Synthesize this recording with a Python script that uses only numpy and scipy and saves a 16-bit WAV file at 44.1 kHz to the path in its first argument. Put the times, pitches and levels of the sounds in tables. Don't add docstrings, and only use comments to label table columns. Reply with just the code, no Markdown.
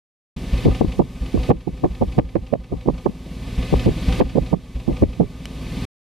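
import sys
import numpy as np
from scipy import signal
from scipy.fft import rfft, irfft
from scipy.io import wavfile
from scipy.ndimage import uniform_filter1d, minimum_filter1d

SR = 44100
rng = np.random.default_rng(int(sys.argv[2]) if len(sys.argv) > 2 else 0)


def unload_audio(sound):
    columns = np.transpose(np.atleast_2d(sound))
    steps = np.round(np.clip(columns, -1, 1) * 32767)
    wavfile.write(sys.argv[1], SR, steps.astype(np.int16))


N = 268524
T = np.arange(N) / SR
HZ = np.fft.rfftfreq(N, 1 / SR)


def amp(db):
    return 10 ** (np.asarray(db) / 20)


def unit(x):
    return x / np.sqrt(np.mean(x ** 2) + 1e-20)


def read(points, hz):
    f, value = np.transpose(points)
    return np.interp(np.log(hz + 1), np.log(f + 1), value)


def add(mix, s, sound):
    part = mix[..., round(s * SR):][..., :sound.shape[-1]]
    part += sound[..., :part.shape[-1]]


def noise(gain, likeness):
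    a, b = rfft(rng.standard_normal((2, 2 * len(gain) - 2)))
    likeness = np.clip(likeness, 0, 1)
    shared, apart = np.sqrt(1 + likeness) * a, np.sqrt(1 - likeness) * b
    return unit(irfft(np.array([shared + apart, shared - apart]) * gain))


def swell(t, rise):
    u = np.maximum(t, 0) / rise
    return (u * np.exp(1 - u)) ** 2


# f/Hz, relative level/dB
WHISTLE_TONES = [(7693, -76), (8059, -79), (9157, -77), (9286, -78), (9641, -79), (10255, -79),
                 (11612, -78)]

def whistles(width_hz=26, level_db=-56):
    peaks = sum(amp(db) / (1 + (2 * (HZ - hz) / width_hz) ** 2) for hz, db in WHISTLE_TONES)
    return amp(level_db) * noise(peaks, likeness=.52)


# t/s, level/dB
TICKS = [(5.4559, -11.5)]
# f/Hz, level/dB, fade time/s
TICK_TONES = [(2350, -7, 0.0019), (3020, 1, 0.0017), (4100, -3, 0.00074), (5400, 1, 0.000398),
              (7500, -6, 0.0004)]

def ticks():
    out, t = np.zeros(N), T[:2048]
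    snap = sum(amp(db) * np.exp(-t / fade) * np.sin(2 * np.pi * hz * t) for hz, db, fade in TICK_TONES)
    for s, db in TICKS:
        add(out, s, amp(db) * snap)
    return out


# t/s, thump level/dB, spit and hoot level/dB
MISFIRES = [(.528, 2, -2.5), (.7, 2, 2), (.873, 3, 1), (1.212, 2, -2), (1.385, 1, 0), (1.558, 4, -1),
            (1.727, 1.5, -2.5), (1.902, 1.5, -1.5), (2.074, 1.5, -2), (2.242, 3, 0), (2.418, 3, 0.5),
            (2.591, 2.5, 1.5), (2.762, 2, -0.5), (2.932, 3, 0.5), (3.579, 2, -2), (3.747, 3, -0.5),
            (4.077, 1.5, 2), (4.246, 2.5, 0.5), (4.414, 2.5, -2), (4.751, 2, -2), (4.919, 1, 0.5),
            (5.083, 2, -2)]
MISFIRE_TIMES = np.transpose(MISFIRES)[0]
IDLE_CYCLE_S, MISFIRE_CYCLE_S = .156, .171

def beat_times():
    changing_s = (IDLE_CYCLE_S + MISFIRE_CYCLE_S) / 2
    bout_ends = MISFIRE_TIMES[np.diff(MISFIRE_TIMES, append=np.inf) > 1.5 * MISFIRE_CYCLE_S]
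    marks = sorted([MISFIRE_TIMES[0] - changing_s, *MISFIRE_TIMES, *(bout_ends + changing_s)])
    marks.append(marks[-1] + IDLE_CYCLE_S * np.ceil((T[-1] - marks[-1]) / IDLE_CYCLE_S))
    cycles = np.cumsum(np.round(np.diff(marks, prepend=marks[0]) / IDLE_CYCLE_S))
    return np.interp(np.arange(3 * cycles[-1]) / 3, cycles, marks)


def stumble_db(s, weak_db=-5):
    since = s - MISFIRE_TIMES
    return weak_db * np.any((since > MISFIRE_CYCLE_S / 6) & (since < MISFIRE_CYCLE_S * 5 / 6))


# f/Hz, width/Hz, boost/dB
STEEL_RINGS = [(1215, 45, 6), (2066, 70, 1.5), (2257, 60, 3), (2580, 70, 3.5), (3756, 40, 3), (4640, 30, 4)]

def tailpipe(round_trip_hz=253, loss_hz=2200):
    echo = .54 / (1 + (HZ / loss_hz) ** 2)
    steel_db = sum(db / (1 + (2 * (HZ - hz) / width) ** 2) for hz, width, db in STEEL_RINGS)
    return amp(steel_db) / abs(1 - echo * np.exp(-2j * np.pi * HZ / round_trip_hz))


# f/Hz, relative level/dB
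RUSH_TONE = [(25, -43.5), (70, 5), (150, 1.5), (260, -18.5), (320, -3), (390, 2.5), (500, -11), (660, -6),
             (760, -18.5), (880, -8), (1010, -21.5), (1110, -8), (1230, -18), (1370, -47), (2000, -56.5)]
HISS_TONE = [(900, -14.5), (1400, 2.5), (1600, 4.5), (2250, 10), (2700, 8.5), (3500, 8.5), (5000, 1.5),
             (5500, -8), (7500, -36.5), (15000, -53)]
FIZZ_TONE = [(3500, -3.5), (5500, 3.5), (7500, 0), (11800, -5), (15000, -13)]
SPIT_TONE = [(200, -19.5), (700, -6), (1400, -7), (2500, 2.5), (3200, 0), (3700, -2.5), (5000, -8),
             (8000, -21.5), (15000, -44.5)]
# t/s, level/dB
HISS_DRIFT = [(.36, -0.5), (.65, 2.5), (1.05, -3), (1.45, 0.5), (1.65, -1.5), (2.6, -1), (3.2, -1.5),
              (3.7, 1.5), (4.2, 1.5), (4.6, -1), (5.3, -1.5), (5.8, 1)]
# f/Hz, likeness squared/0-1
GAS_LIKENESS = [(60, 0.81), (600, 0.95), (3000, 0.97), (4500, 0.83), (7000, 0.12), (15000, 0.14)]
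# delay/s, rise time/s, strength/ratio
SPITS = [(0.004, 0.0079, 0.8), (0.0447, 0.0058, 2.0), (.11, .005, .3)]
# t/s, level/dB
COUGHS = [(.526, -6), (3.576, -3.5), (4.074, -6), (4.747, -1)]

def gas(rush_db=-31, hiss_db=-36.5, fizz_db=-42, spit_db=-33, ripple_db=.76):
    t, throbs, spits = T[:SR // 8], np.zeros(N), np.zeros(N)
    for s in beat_times():
        add(throbs, s, swell(t, rise=.0092))
    for s, _, db in MISFIRES:
        for delay, rise, strength in SPITS:
            add(spits, s + delay, amp(db) * strength * swell(t, rise))
    for s, db in COUGHS:
        add(spits, s, amp(db) * swell(t, rise=.0068))
    likeness = np.sqrt(np.clip(read(GAS_LIKENESS, HZ), 0, 1))
    ripple = unit(uniform_filter1d(rng.standard_normal(len(HZ)), size=200))
    colour = tailpipe() * amp(ripple_db * ripple)
    rush, hiss, fizz, spit = (noise(amp(read(tone, HZ)) * colour, likeness)
                              for tone in (RUSH_TONE, HISS_TONE, FIZZ_TONE, SPIT_TONE))
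    drift_db = np.interp(T, *np.transpose(HISS_DRIFT))
    rush *= amp(rush_db) * (1 + .11 * throbs + .4 * spits)
    hiss *= amp(hiss_db + drift_db) * (1 + .22 * throbs)
    return rush + hiss + amp(fizz_db) * fizz + amp(spit_db) * spit * spits


# f/Hz, relative level/dB
CHUG_TONE = [(60, -32.5), (110, -5), (180, 10), (215, -11.5), (265, -3.5), (320, -10), (420, -27.5),
             (500, -16), (620, -18), (1400, -54.5)]
CHUG_LEVELS = [-21, -22, -32]

def chugs(rise_s=.014, lead_s=.002):
    out, t = np.zeros((2, N)), T[:4096]
    colour = amp(read(CHUG_TONE, np.fft.rfftfreq(len(t), 1 / SR)))
    shape = swell(t, rise_s)
    shape_rms = np.sqrt(np.mean(shape ** 2))
    for k, s in enumerate(beat_times()):
        burst = shape_rms * unit(noise(colour, likeness=.97) * shape)
        db = CHUG_LEVELS[k % len(CHUG_LEVELS)] + stumble_db(s)
        add(out, s - lead_s, amp(db) * burst)
    return out


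# delay/s, rise time/s, level/dB
SURGES = [(.007, .014, -1.5), (.044, .02, -4)]
# f/Hz, level/dB
HOOT_TONES = [(510, -26), (762, -32), (1015, -39), (1222, -39.5)]

def hoots(scatter_db=2, detune=.012):
    out, t = np.zeros(N), T[:SR // 6]
    for s, _, db in MISFIRES:
        for delay, rise, surge_db in SURGES:
            tones = np.zeros(len(t))
            for hz, tone_db in HOOT_TONES:
                louder, sharper, phase = rng.standard_normal(3)
                wave = np.sin(2 * np.pi * (hz * (1 + detune * sharper) * t + phase))
                tones += amp(tone_db + scatter_db * louder) * wave
            add(out, s + delay, amp(db + surge_db) * swell(t, rise) * tones)
    return out


# f/Hz, rise time before stretching/s, beat level/dB, thump level/dB
PIPE_TONES = [(36.8, 0.019, -24, -14.5), (53.6, 0.012, -15.5, -4.23), (114.3, 0.03, -28.5, -22),
              (169.9, 0.009, -19.5, -16), (232.5, 0.01, -24.5, -22.5), (258.7, 0.02, -26.5, -23.5)]

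def pipe_ring(levels_db, scatter_db, detune=.018, stretch=1.49):
    t = T[:SR // 8]
    ring = np.zeros(len(t))
    for (hz, rise, _, _), db in zip(PIPE_TONES, levels_db):
        louder, sharper = rng.standard_normal(2)
        wave = np.sin(2 * np.pi * hz * (1 + detune * sharper) * t)
        ring += amp(db + scatter_db * louder) * swell(t, stretch * rise) * wave
    return ring


def engine(strong_db=1, weak_db=-13, beat_lead_s=.01119, weak_lag_s=.0155, thump_lead_s=.0065):
    out = np.zeros(N)
    _, _, beat_db, thump_db = np.transpose(PIPE_TONES)
    for s in beat_times():
        fires = abs(MISFIRE_TIMES - s).min() > .02
        strong_beat = pipe_ring(beat_db + strong_db + stumble_db(s), scatter_db=1)
        add(out, s - beat_lead_s, fires * strong_beat)
        add(out, s + weak_lag_s, pipe_ring(beat_db + weak_db, scatter_db=2))
    for s, db, _ in MISFIRES:
        add(out, s - thump_lead_s, pipe_ring(thump_db + db, scatter_db=-.9))
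    return out


# f/Hz, relative level/dB
BUFFET_TONE = [(15, -35.5), (50, 1), (110, 7.5), (200, 10.5), (450, 2), (750, -10), (1150, -29.5),
               (1700, -31.5), (2600, -63), (6000, -87), (12000, -105)]
# f/Hz, boost/dB
PORT_TONE = [(400, 0), (510, 2), (630, -1), (760, 3), (900, 1), (1190, 4), (1380, -13), (1750, -7),
             (2600, -12)]
# f/Hz, relative level/dB
CRACK_TONE = [(700, -16), (1400, -2.5), (1750, 18.5), (2300, -20), (3000, -16), (5000, -13), (15000, -75.5)]
# t/s, peak level/dB, length/s, left minus right/dB, left lag/s,
# eddy pitch/Hz, crack level against the puff/dB, boom pitch/Hz, boom share/0-1
PUFFS = [(.667, 9.5, .032, 5.5, 0.0033, 260, -51, 207, 0.15),
         (.686, 4, .014, -16, -0.0064, 340, -34, 244, 0.08),
         (.817, 13.5, .024, 9, 0.00049, 280, -30, 206, 0.02),
         (.849, 8, .021, 5.5, 0.0014, 237, -49, 314, 0.21),
         (1.003, 16, 0.025, -2.5, 0.0038, 335, -33, 215, 0.31),
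         (1.349, 7.5, .01, -3.5, 0.0062, 262, -41, 216, 0.38),
         (1.366, 1.5, .022, -5.5, 0.0094, 279.6, -36, 286, 0.14),
         (1.498, 0, .012, -8, 0.0077, 325, -34, 474, 0.6),
         (1.51, 21.5, .017, -2, .001, 440, -17, 463, 0.11),
         (1.686, 12.5, .027, -7.5, 0.013, 278, -46, 183, 0.31),
         (1.847, 16.5, .029, -2.5, -0.0059, 340, -27.5, 367, 0.07),
         (2.019, 16.5, .022, -11, -0.0028, 313, -29.5, 495, 0.05),
         (2.034, 9.5, .016, -0.5, 0.0033, 325, -24, 182, 0),
         (2.189, 22, .02, -1.5, 0.0019, 380, -17, 310, 0.1),
         (2.364, 21.5, .022, -10.5, 0.0047, 322, -21, 350, 0.11),
         (2.534, 23, .021, -15, 0.00015, 336, -19.5, 549, 0.23),
         (2.552, 10.5, .014, -1, -0.00041, 360, -31, 624, .2),
         (2.729, 13, .028, -3, 0.0066, 300, -42, 190, 0.13),
         (2.864, 6, .021, -10, -0.0022, 290, -36, 332, 0.26),
         (2.885, 18, .025, -5, 0.0016, 330, -28.5, 487, 0),
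         (3.064, 18.5, .016, -13, -0.0021, 420, -24, 360, 0.13),
         (3.087, 3.5, .023, 24, 0.0078, 290, -43, 174, 0.9),
         (3.731, 5.5, 0.019, 4, 0.0002, 285, -32, 244, 0.03),
         (3.873, 8.5, .035, -3.5, 0.003, 270, -37.5, 304, .05),
         (3.891, 4, 0.021, 3.5, 0.0011, 250, -39.5, 299, 0.15),
         (4.213, 15.5, .024, -1, 0.0046, 395, -18, 380, 0.14),
         (4.362, 9, .025, -5.5, 0.0022, 284, -38, 447, 0.18),
         (4.383, 13.5, .015, -13.5, 0.0032, 305, -51, 484, 0),
         (4.536, 21, .018, -10, 0.0014, 390, -27, 170, 0.73),
         (4.895, 9.5, 0.035, -5, 0.01, 285, -44, 233, 0.13),
         (5.03, 17.5, .022, -0.5, 0.00078, 255, -26, 396, 0.14),
         (5.209, 18.5, .025, -7, 0.0032, 270, -43, 181, .35),
         (5.236, 5, .03, -10, 0.012, 280, -38, 408, 0.47)]

def puffs(sputter_hz=140, sputter_db=3.2, boom_wander_rad=.78, fringe_pitch_ratio=.52):
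    out, t = np.zeros((2, N)), np.arange(-4096, 4096) / SR
    hz, steps = np.fft.rfftfreq(len(t), 1 / SR), np.arange(len(t))
    likeness = 1 / (1 + (hz / 70) ** 2)
    for s, db, length, pan_db, lag, eddy_hz, crack_db, boom_hz, boom_share in PUFFS:
        scaled_hz = hz * 300 / eddy_hz
        side_t = t - np.array([[lag], [-lag]]) / 2
        core = swell(side_t + .4385 * length, rise=.38 * length)
        fringe = .14 * np.exp(-(side_t / length) ** 2) + .12 * swell(side_t, rise=.021)
        sputter = noise(np.exp(-(hz / sputter_hz) ** 2), likeness=.456)
        gusts = amp(sputter_db * sputter)
        eddies = noise(amp(read(BUFFET_TONE, scaled_hz)), likeness)
        eddies = np.array([np.interp(np.cumsum(speed), steps, side, period=len(t))
                           for speed, side in zip(gusts ** .4, eddies)])
        dull_eddies = noise(amp(read(BUFFET_TONE, scaled_hz / fringe_pitch_ratio)), likeness)
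        buffet = core * gusts * eddies + fringe * dull_eddies
        buffet = irfft(rfft(buffet) * amp(read(PORT_TONE, hz)))
        buffet = np.array([unit(side) for side in buffet])
        boom = core * np.sin(2 * np.pi * (boom_hz * t + rng.random()) + boom_wander_rad * sputter)
        puff = np.sqrt(1 - boom_share) * buffet + np.sqrt(boom_share) * unit(boom)
        puff /= abs(puff).max(1, keepdims=True)
        crack = amp(crack_db) * abs(puff) ** 4 * noise(amp(read(CRACK_TONE, hz)), likeness)
        side_gains = amp(db + np.minimum([[pan_db], [-pan_db]], 0))
        add(out, s + t[0], side_gains * (puff + crack))
    return out


def scene():
    return engine() + chugs() + hoots() + gas() + whistles() + puffs() + ticks()


def record(dry, start_s=.364, stop_s=5.852, ceiling_db=-1, release_db_per_s=21, first_duck_db=11):
    low_cut_hz, high_cut_hz = 18, 15300
    dry = signal.sosfilt(signal.butter(1, low_cut_hz, "high", fs=SR, output="sos"), dry)
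    audible = (T > start_s) & (T < stop_s)
    over_db = 20 * np.log10(abs(dry * audible).max(0) + 1e-9) - ceiling_db
    over_db = np.where(T < start_s, first_duck_db, np.maximum(over_db, 0))
    recovered_db = release_db_per_s * T
    duck_db = np.maximum.accumulate(over_db + recovered_db) - recovered_db
    held_db = minimum_filter1d(-duck_db, size=100)
    gain_db = uniform_filter1d(uniform_filter1d(held_db, size=56), size=44)
    fade = uniform_filter1d(audible * 1., size=130)
    low_pass = signal.firwin(511, high_cut_hz, window=("kaiser", 9), fs=SR)
    return signal.oaconvolve(dry * amp(gain_db) * fade, low_pass[None], "same")


dry = scene()
out = record(dry)
unload_audio(out)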